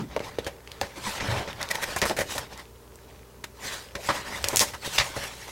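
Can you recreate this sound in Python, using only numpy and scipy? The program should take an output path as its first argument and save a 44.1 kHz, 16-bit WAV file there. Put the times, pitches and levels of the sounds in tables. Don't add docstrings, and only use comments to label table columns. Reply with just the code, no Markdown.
import sys
import numpy as np
from scipy import signal
from scipy.fft import rfft, irfft, next_fast_len
from scipy.io import wavfile
from scipy.ndimage import uniform_filter1d, map_coordinates

SR = 44100
rng = np.random.default_rng(int(sys.argv[2]) if len(sys.argv) > 2 else 0)


def master(y):
    cut = np.clip(np.atleast_2d(y).T, -1, 1)
    pcm = np.round(cut * 32767)
    wavfile.write(sys.argv[1], SR, pcm.astype(np.int16))


N = 242991

# fastest_s, half_length_s, rub_db, edge_hiss_db (before EDGE_TRIM_DB)
STROKES = [(0, .025, -41, -51), (0.133, 0.04, -43.5, -71), (0.254, 0.036, -38.5, -46),
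           (0.35, 0.065, -48.5, -69), (0.463, 0.042, -45.5, -55), (0.724, 0.077, -50.5, -57),
           (0.846, 0.052, -44.5, -50), (0.976, 0.022, -40, -46.5), (1.077, 0.053, -36, -37),
           (1.15, 0.052, -43, -40), (1.213, 0.065, -33, -59), (1.309, 0.064, -28, -40),
           (1.385, 0.03, -32.5, -42.5), (1.504, 0.026, -38, -53), (1.616, 0.016, -31.5, -49),
           (1.753, 0.16, -38.5, -45.5), (1.896, 0.07, -38, -40.5), (1.987, 0.0087, -54, -33.5),
           (2.077, 0.028, -42, -32.5), (2.325, 0.038, -37.5, -33.5), (2.412, 0.03, -37.5, -50),
           (2.528, .022, -39.5, -50), (2.595, 0.018, -41.5, -49), (3.095, 0.083, -54.5, -75),
           (3.667, 0.044, -35, -36.5), (3.733, 0.067, -41, -40.5), (4.07, 0.056, -43.5, -36.5),
           (4.157, 0.053, -34, -39), (4.297, 0.058, -36.5, -44), (4.362, 0.026, -34, -37.5),
           (4.485, 0.05, -35, -37.5), (4.654, 0.061, -44.5, -40), (4.855, 0.028, -37.5, -35),
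           (4.959, 0.059, -37, -32), (5.07, 0.072, -39, -42.5), (5.227, 0.067, -37.5, -36.5),
           (5.45, 0.16, -49, -46.5)]
# frequency_hz, level_db
RUB_SPECTRUM = [(40, -3), (130, 2.5), (260, -3.5), (500, -3), (900, 1), (1400, -2), (2200, -5.5),
                (3500, -6), (5500, -10), (9000, -30.5), (16000, -47)]
# frequency_hz, level_db
EDGE_SPECTRUM = [(500, -8), (2500, 4), (4500, 2), (6500, 1), (9000, -3), (12000, -8), (16000, -13)]
STROKE_SHAPE, STROKE_LAG = 1.31, 1.456
REST_RUB_DB, REST_EDGE_DB = -69, -65.5
EDGE_TRIM_DB = 0.36

# start_s, contact_s, ring_hz, body_db, slap_db (before the tilt), hiss_db
FLAPS = [(.162, 0.004, 1530, -24.5, -41, -61), (.202, 0.0026, 1900, -32, -41, -59),
         (.385, 0.0017, 3550, -31, -38, -46), (.464, 0.0085, 2540, -32.5, -36, -44),
         (.812, 0.0023, 1700, -33, -34.5, -44), (.83, 0.0025, 1500, -32.5, -37, -56),
         (1.201, 0.006, 1990, -53, -34, -55), (1.474, 0.0098, 2000, -35.5, -39, -60),
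         (1.961, 0.0037, 1210, -33.5, -31.5, -33), (2.015, 0.012, 2040, -23, -24.5, -36),
         (2.052, .007, 1200, -30, -32.5, -35), (2.093, 0.019, 960, -26.5, -35, -52),
         (2.164, .016, 2010, -34.5, -35, -39), (2.187, 0.0043, 1970, -26, -30, -33),
         (2.205, 0.0074, 2020, -30.5, -29.5, -34.5), (2.349, .01, 1020, -30.5, -45, -42),
         (2.379, 0.0018, 1095, -38, -33.5, -33), (3.951, 0.0026, 2150, -35, -34, -44.5),
         (4.086, 0.018, 1210, -28, -27, -54), (4.44, 0.0018, 2300, -36, -31, -40),
         (4.526, 0.024, 1020, -29.5, -37.5, -42.5), (4.569, 0.0088, 7300, -52, -35.5, -25),
         (4.598, 0.018, 5600, -42, -28, -23), (4.607, 0.024, 930, -33, -33.5, -29),
         (4.734, 0.012, 1070, -46.5, -38.5, -48), (4.98, 0.0043, 3820, -41, -21, -50),
         (4.997, 0.007, 2500, -44, -24, -47), (5.1626, 0.0028, 810, -28.5, -36, -41)]
# centre_hz, width_hz, lift_db
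BOOK_RESONANCES = [(556, 116, 7.5), (930, 260, 5), (1888, 480, 6.5), (2330, 220, 3), (3900, 550, 1.5),
                   (6270, 330, 3)]
RANGE_EDGES = [150, 700, 2000, 6000, 16000]
FLAP_RISE_S, FLAP_RISE_SHARE = 0.0015, 0.11
FLAP_T60_S, FLAP_LINGER_DB = 0.073, 26
USUAL_SLAP_DB = -36.5
EVEN_RING_HZ, TILT_DB_PER_OCTAVE = 2350, 3.5

# slip_s, drag_s, level_db
FLICKS = [(1.616, 0.0055, -32), (1.715, 0.012, -24), (1.757, 0.016, -31), (1.841, 0.026, -25.5),
          (3.4436, 0.0046, -29.5), (5.241, 0.011, -32)]
# body_db, slap_db, crackle_db, hiss_db
FLICK_BALANCE = [-9, -4, -3.5, -7.5]
FLICK_SWELL_DB, FLICK_T60_S, FLICK_RING_HZ = 15.5, 0.033, 2030

# start_s, level_db, pitch_hz
KNOCKS = [(.1642, -13, 540), (.2038, -19.5, 474), (0.386, -11.5, 456), (.8145, -15, 797),
          (0.8178, -17.5, 546), (1.964, -18.5, 693), (2.1884, -14.5, 620), (2.217, -18.5, 565),
          (4.0898, -15.5, 870), (4.609, -16, 523), (5.1655, -27, 600)]
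KNOCK_T60_S = 0.022

# start_s, click_peak_db (before the flutter), pitch_hz
SNAPS = [(.164, -16.5, 2070), (0.194, -25.5, 2480), (.4464, -27, 4170), (0.675, -27, 2540),
         (.7175, -22, 3730), (.8134, -11.5, 4600), (1.53, -25, 2820), (1.6288, -12.5, 4330),
         (1.689, -21.5, 4000), (1.713, -12.5, 5300), (1.756, -17.5, 3330), (1.964, -26, 4500),
         (2.017, -9, 4600), (2.0972, -14, 3900), (2.1893, -18, 2490), (2.3806, -16, 3400),
         (2.5766, -29, 7100), (2.957, -34, 7850), (2.989, -39.5, 1690), (3.4429, -19.5, 2530),
         (3.9534, -28.5, 3240), (4.428, -25, 7000), (4.4424, -6, 3850), (4.447, -14.5, 4550),
         (4.4856, -5, 6500), (4.56, -3, 8000), (4.57, 0, 6560), (4.594, -0.5, 5800), (4.9852, -4, 3600)]
FLUTTER_DB = -12.5
TICKS_PER_S, TICK_DB, TICK_SPREAD_DB, TICK_HZ = 16, -44.5, 6.5, 2310

# peak_s, half_length_s, level_db, centre_hz
PUFFS = [(.003, 0.0053, -31, 283), (0.027, 0.026, -31, 214), (.17, 0.094, -48, 65.5),
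         (1.303, 0.031, -29.5, 93), (1.354, 0.062, -35, 91), (1.36, 0.079, -34.5, 565),
         (3.989, 0.037, -41.5, 526), (4.289, 0.036, -46, 250), (4.451, 0.074, -41.5, 62),
         (5.182, 0.015, -40, 85)]
AIR_DB, AIR_HZ, AIR_LAG_S, AIR_HALF_S = -42, 80, 0.0124, 0.012
AIR_GROWS = 0.63

# frequency_hz, t60_s
ROOM_DECAY = [(150, 0.92), (1000, 0.19), (5000, 0.24), (15000, 0.25)]
# frequency_hz, level_db
ROOM_TONE = [(15, -22), (25, -31), (78, -1), (120, -12.5), (200, -10), (291, -13.5), (324, -15),
             (425, -7.5), (710, -20), (929, -16), (2330, -30.5), (5820, -31), (7830, -32), (14600, -32),
             (15800, -31)]
# frequency_hz, level_db (before HUM_TRIM_DB)
HUM = [(59.5, -55), (120, -60), (393, -60.5), (452, -64.5), (592, -68.5)]
ROOM_TONE_DB, HUM_TRIM_DB = -51.5, -0.5
CEILING, TOP_HZ = 0.93, 15900


def sliding():
    rub_db, edge_db = stroke_levels()
    pressure_db = 1.15 * wobble(45) + 0.83 * wobble(170)
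    rub_friction = fibres(N, rate=2500, spread_db=2, share=0.18)
    rub = unit(filtered(rub_friction, lambda hz: amp(along(RUB_SPECTRUM, hz) + book_db(hz))))
    rub = unit(rub + amp(-7.0) * crinkles(rate=450, pitch_hz=1450, life_cycles=0.99, spread_db=10.0))
    edge_friction = fibres(N, rate=4000, spread_db=7, share=0.11)
    edge = unit(filtered(edge_friction, lambda hz: amp(along(EDGE_SPECTRUM, hz))))
    return amp(pressure_db) * (rub * amp(rub_db) + edge * amp(edge_db + EDGE_TRIM_DB))


def stroke_levels():
    t = np.arange(N) / SR
    rub_power, edge_power = amp(REST_RUB_DB) ** 2, amp(REST_EDGE_DB) ** 2
    for fastest_s, half_s, rub_db, edge_db in STROKES:
        side_s = half_s * np.where(t > fastest_s, STROKE_LAG, 1)
        speed = np.exp(-np.abs((t - fastest_s) / side_s) ** STROKE_SHAPE)
        rub_power = rub_power + (amp(rub_db) * speed) ** 2
        edge_power = edge_power + (amp(edge_db) * speed) ** 2
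    return 10 * np.log10(rub_power), 10 * np.log10(edge_power)


def fibres(size, rate, spread_db, share):
    caught = rng.random(size) < rate / SR
    catches = caught * rng.standard_normal(size) * amp(spread_db * rng.standard_normal(size))
    return np.sqrt(share) * unit(catches) + np.sqrt(1 - share) * rng.standard_normal(size)


def crinkles(rate, pitch_hz, life_cycles, spread_db):
    chance = rng.standard_normal((int(rate * N / SR), 3))
    starts = rng.integers(0, N, len(chance))
    grain_samples = np.arange(SR // 100)
    pitches_hz = np.minimum(pitch_hz * np.exp(0.58 * chance[:, :1]), 9000)
    cycles = pitches_hz * grain_samples / SR
    sizes = amp(spread_db * np.clip(chance[:, 1:2], -2, 2)) * np.sign(chance[:, 2:])
    grains = sizes * np.sin(2 * np.pi * cycles) * np.exp(-cycles / life_cycles)
    places = starts[:, None] + grain_samples
    return unit(np.bincount(places.ravel(), grains.ravel(), N)[:N])


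def flaps():
    out, t = np.zeros(N), np.arange(SR // 4) / SR
    for start_s, contact_s, ring_hz, body_db, slap_db, hiss_db in FLAPS:
        tilt_db = TILT_DB_PER_OCTAVE * np.log2(ring_hz / EVEN_RING_HZ)
        levels_db = [body_db, slap_db - tilt_db, slap_db + tilt_db, hiss_db]
        rise_s = FLAP_RISE_S + FLAP_RISE_SHARE * contact_s
        t60_s = FLAP_T60_S * 2 ** ((slap_db - USUAL_SLAP_DB) / FLAP_LINGER_DB)
        contacts = fibres(len(t), rate=4000, spread_db=5.0, share=0.36)
        rush = filtered(contacts, lambda hz: flap_colour(hz, ring_hz, levels_db))
        decay = amp(-60 * np.maximum(t - rise_s - contact_s, 0) / t60_s)
        add(out, start_s, rush * np.minimum(t / rise_s, 1) ** 1.4 * decay)
    return out


def flap_colour(hz, ring_hz, levels_db):
    ring_db = 7 / (1 + (2 * (hz / ring_hz - 1) / 0.5) ** 2)
    lift = amp(book_db(hz) + ring_db) ** 2 / (1 + (hz / 8500) ** 4)
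    power = np.zeros(len(hz))
    for low, high, db in zip(RANGE_EDGES, RANGE_EDGES[1:], levels_db):
        band = lift / (1 + (low / (hz + 1)) ** 6) / (1 + (hz / high) ** 8)
        power += amp(db) ** 2 * band / band.mean()
    return np.sqrt(power)


def book_db(hz):
    return sum(db / (1 + (2 * (hz - centre) / width) ** 2) for centre, width, db in BOOK_RESONANCES)


def flicks():
    out, t = np.zeros(N), np.arange(-SR // 10, SR // 10) / SR
    for slip_s, drag_s, db in FLICKS:
        swell = amp(np.where(t < 0, -FLICK_SWELL_DB * (t / drag_s) ** 2, -60 * t / FLICK_T60_S))
        catches = fibres(len(t), rate=3300, spread_db=2.5, share=0.38)
        rasp = filtered(catches, lambda hz: flap_colour(hz, FLICK_RING_HZ, FLICK_BALANCE))
        add(out, slip_s + t[0], amp(db) * swell * rasp)
    return out


def bending(x, depth_db):
    spectrum = signal.stft(x, nperseg=512)[2]
    field = uniform_filter1d(rng.standard_normal(spectrum.shape), size=4, axis=0)
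    field = uniform_filter1d(field, size=6, axis=1)
    gain = amp(depth_db * unit(field))
    return signal.istft(spectrum * unit(gain), nperseg=512)[1][:N]


def knocks():
    out, t = np.zeros(N), np.arange(SR // 10) / SR
    decay = amp(-60 * t / KNOCK_T60_S)
    for start_s, db, pitch_hz in KNOCKS:
        phase = 2 * np.pi * pitch_hz * t
        ring = np.sin(phase) * decay + 0.056 * np.sin(1.6 * phase) * decay ** 2
        add(out, start_s, amp(db) * ring * (1 - np.exp(-t / 0.00044)))
    return out


def snaps():
    out, t = np.zeros(N), np.arange(SR // 10) / SR
    dying = amp(4 - 60 * t / 0.0067) + amp(-11.0 - 60 * t / 0.045)
    for start_s, db, pitch_hz in SNAPS + ticks():
        cycles = t * pitch_hz
        click = np.sin(2 * np.pi * cycles) * np.exp(-cycles / 0.7) * (1 - np.exp(-cycles / 0.3))
        click /= np.abs(click).max()

        def flutter_band(hz):
            return (hz * pitch_hz / (hz ** 2 + pitch_hz ** 2)) ** 1.5 / np.hypot(1, hz / 12000)

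        flutter = unit(filtered(rng.standard_normal(len(t)), flutter_band)) * (1 - np.exp(-t / 0.00041))
        add(out, start_s, amp(db) * (click + amp(FLUTTER_DB) * dying * flutter))
    return out


def ticks():
    chance = rng.random((int(TICKS_PER_S * N / SR), 3))
    return [(when * N / SR, TICK_DB + TICK_SPREAD_DB * (2 * size - 1), TICK_HZ * 2 ** (pitch - 0.5))
            for when, size, pitch in chance]


def puffs():
    out, t = np.zeros(N), np.arange(-SR // 4, SR // 4) / SR
    for peak_s, half_s, db, centre_hz in PUFFS + pushed_air():
        swell = np.exp(-(t / half_s) ** 2)
        noise = rng.standard_normal(len(t))
        swing = filtered(noise, lambda hz: np.exp(-(np.log((hz + 1) / centre_hz) / 0.49) ** 2))
        swing /= np.sqrt(np.average(swing ** 2, weights=swell ** 2))
        puff = amp(db) * swell * swing
        add(out, peak_s + t[0], puff[peak_s + t >= 0])
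    return out


def pushed_air():
    return [(start_s + AIR_LAG_S, AIR_HALF_S, AIR_DB + AIR_GROWS * (slap_db - USUAL_SLAP_DB), AIR_HZ)
            for start_s, _, _, _, slap_db, _ in FLAPS]


def room(x):
    hz, t, spectrum = signal.stft(rng.standard_normal(SR // 3), SR, nperseg=256)
    decay = amp(-60 * t / along(ROOM_DECAY, hz)[:, None])
    tail = signal.istft(spectrum * decay, SR, nperseg=256)[1]
    late = np.pad(x, (round(0.004 * SR), 0))
    return signal.fftconvolve(late, tail / np.linalg.norm(tail))[:N]


def background():
    t = np.arange(N) / SR
    air = unit(filtered(rng.standard_normal(N), lambda hz: amp(along(ROOM_TONE, hz))))
    hum = np.zeros(N)
    for hz, db in HUM:
        hum += amp(db) * np.sqrt(2) * np.sin(2 * np.pi * hz * t + 0.5 * wobble(4.5))
    return amp(ROOM_TONE_DB) * air + amp(HUM_TRIM_DB) * hum


def amp(db):
    return 10 ** (np.asarray(db) / 20)


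def unit(x):
    return x / np.sqrt(np.mean(x ** 2) + 1e-20)


def along(points, hz):
    f, v = np.transpose(points)
    return np.interp(np.log(hz + 1), np.log(f + 1), v)


def wobble(rate):
    knots = rng.standard_normal(int(N * rate / SR) + 4)
    return map_coordinates(knots, [np.arange(N) * rate / SR])


def filtered(x, response):
    n = x.shape[-1]
    m = next_fast_len(n + 8192)
    return irfft(rfft(x, m) * response(np.fft.rfftfreq(m, 1 / SR)), m)[..., :n]


def add(track, start_s, sound):
    part = track[max(round(start_s * SR), 0):][:len(sound)]
    part += sound[:len(part)]


def scene():
    paper = bending(sliding(), depth_db=3.0) + bending(flaps() + flicks(), depth_db=1.16)
    paper = paper + knocks() + snaps() + puffs()
    mid = paper + amp(-14) * room(paper) + background()
    side = amp(-53) * room(paper) + amp(-80.5) * rng.standard_normal(N)
    return np.array([mid + side, mid - side])


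def record(dry):
    rounded = dry / (1 + np.abs(dry / CEILING) ** 6) ** (1 / 6)
    return filtered(rounded, lambda hz: hz < TOP_HZ)


dry = scene()
out = record(dry)
master(out)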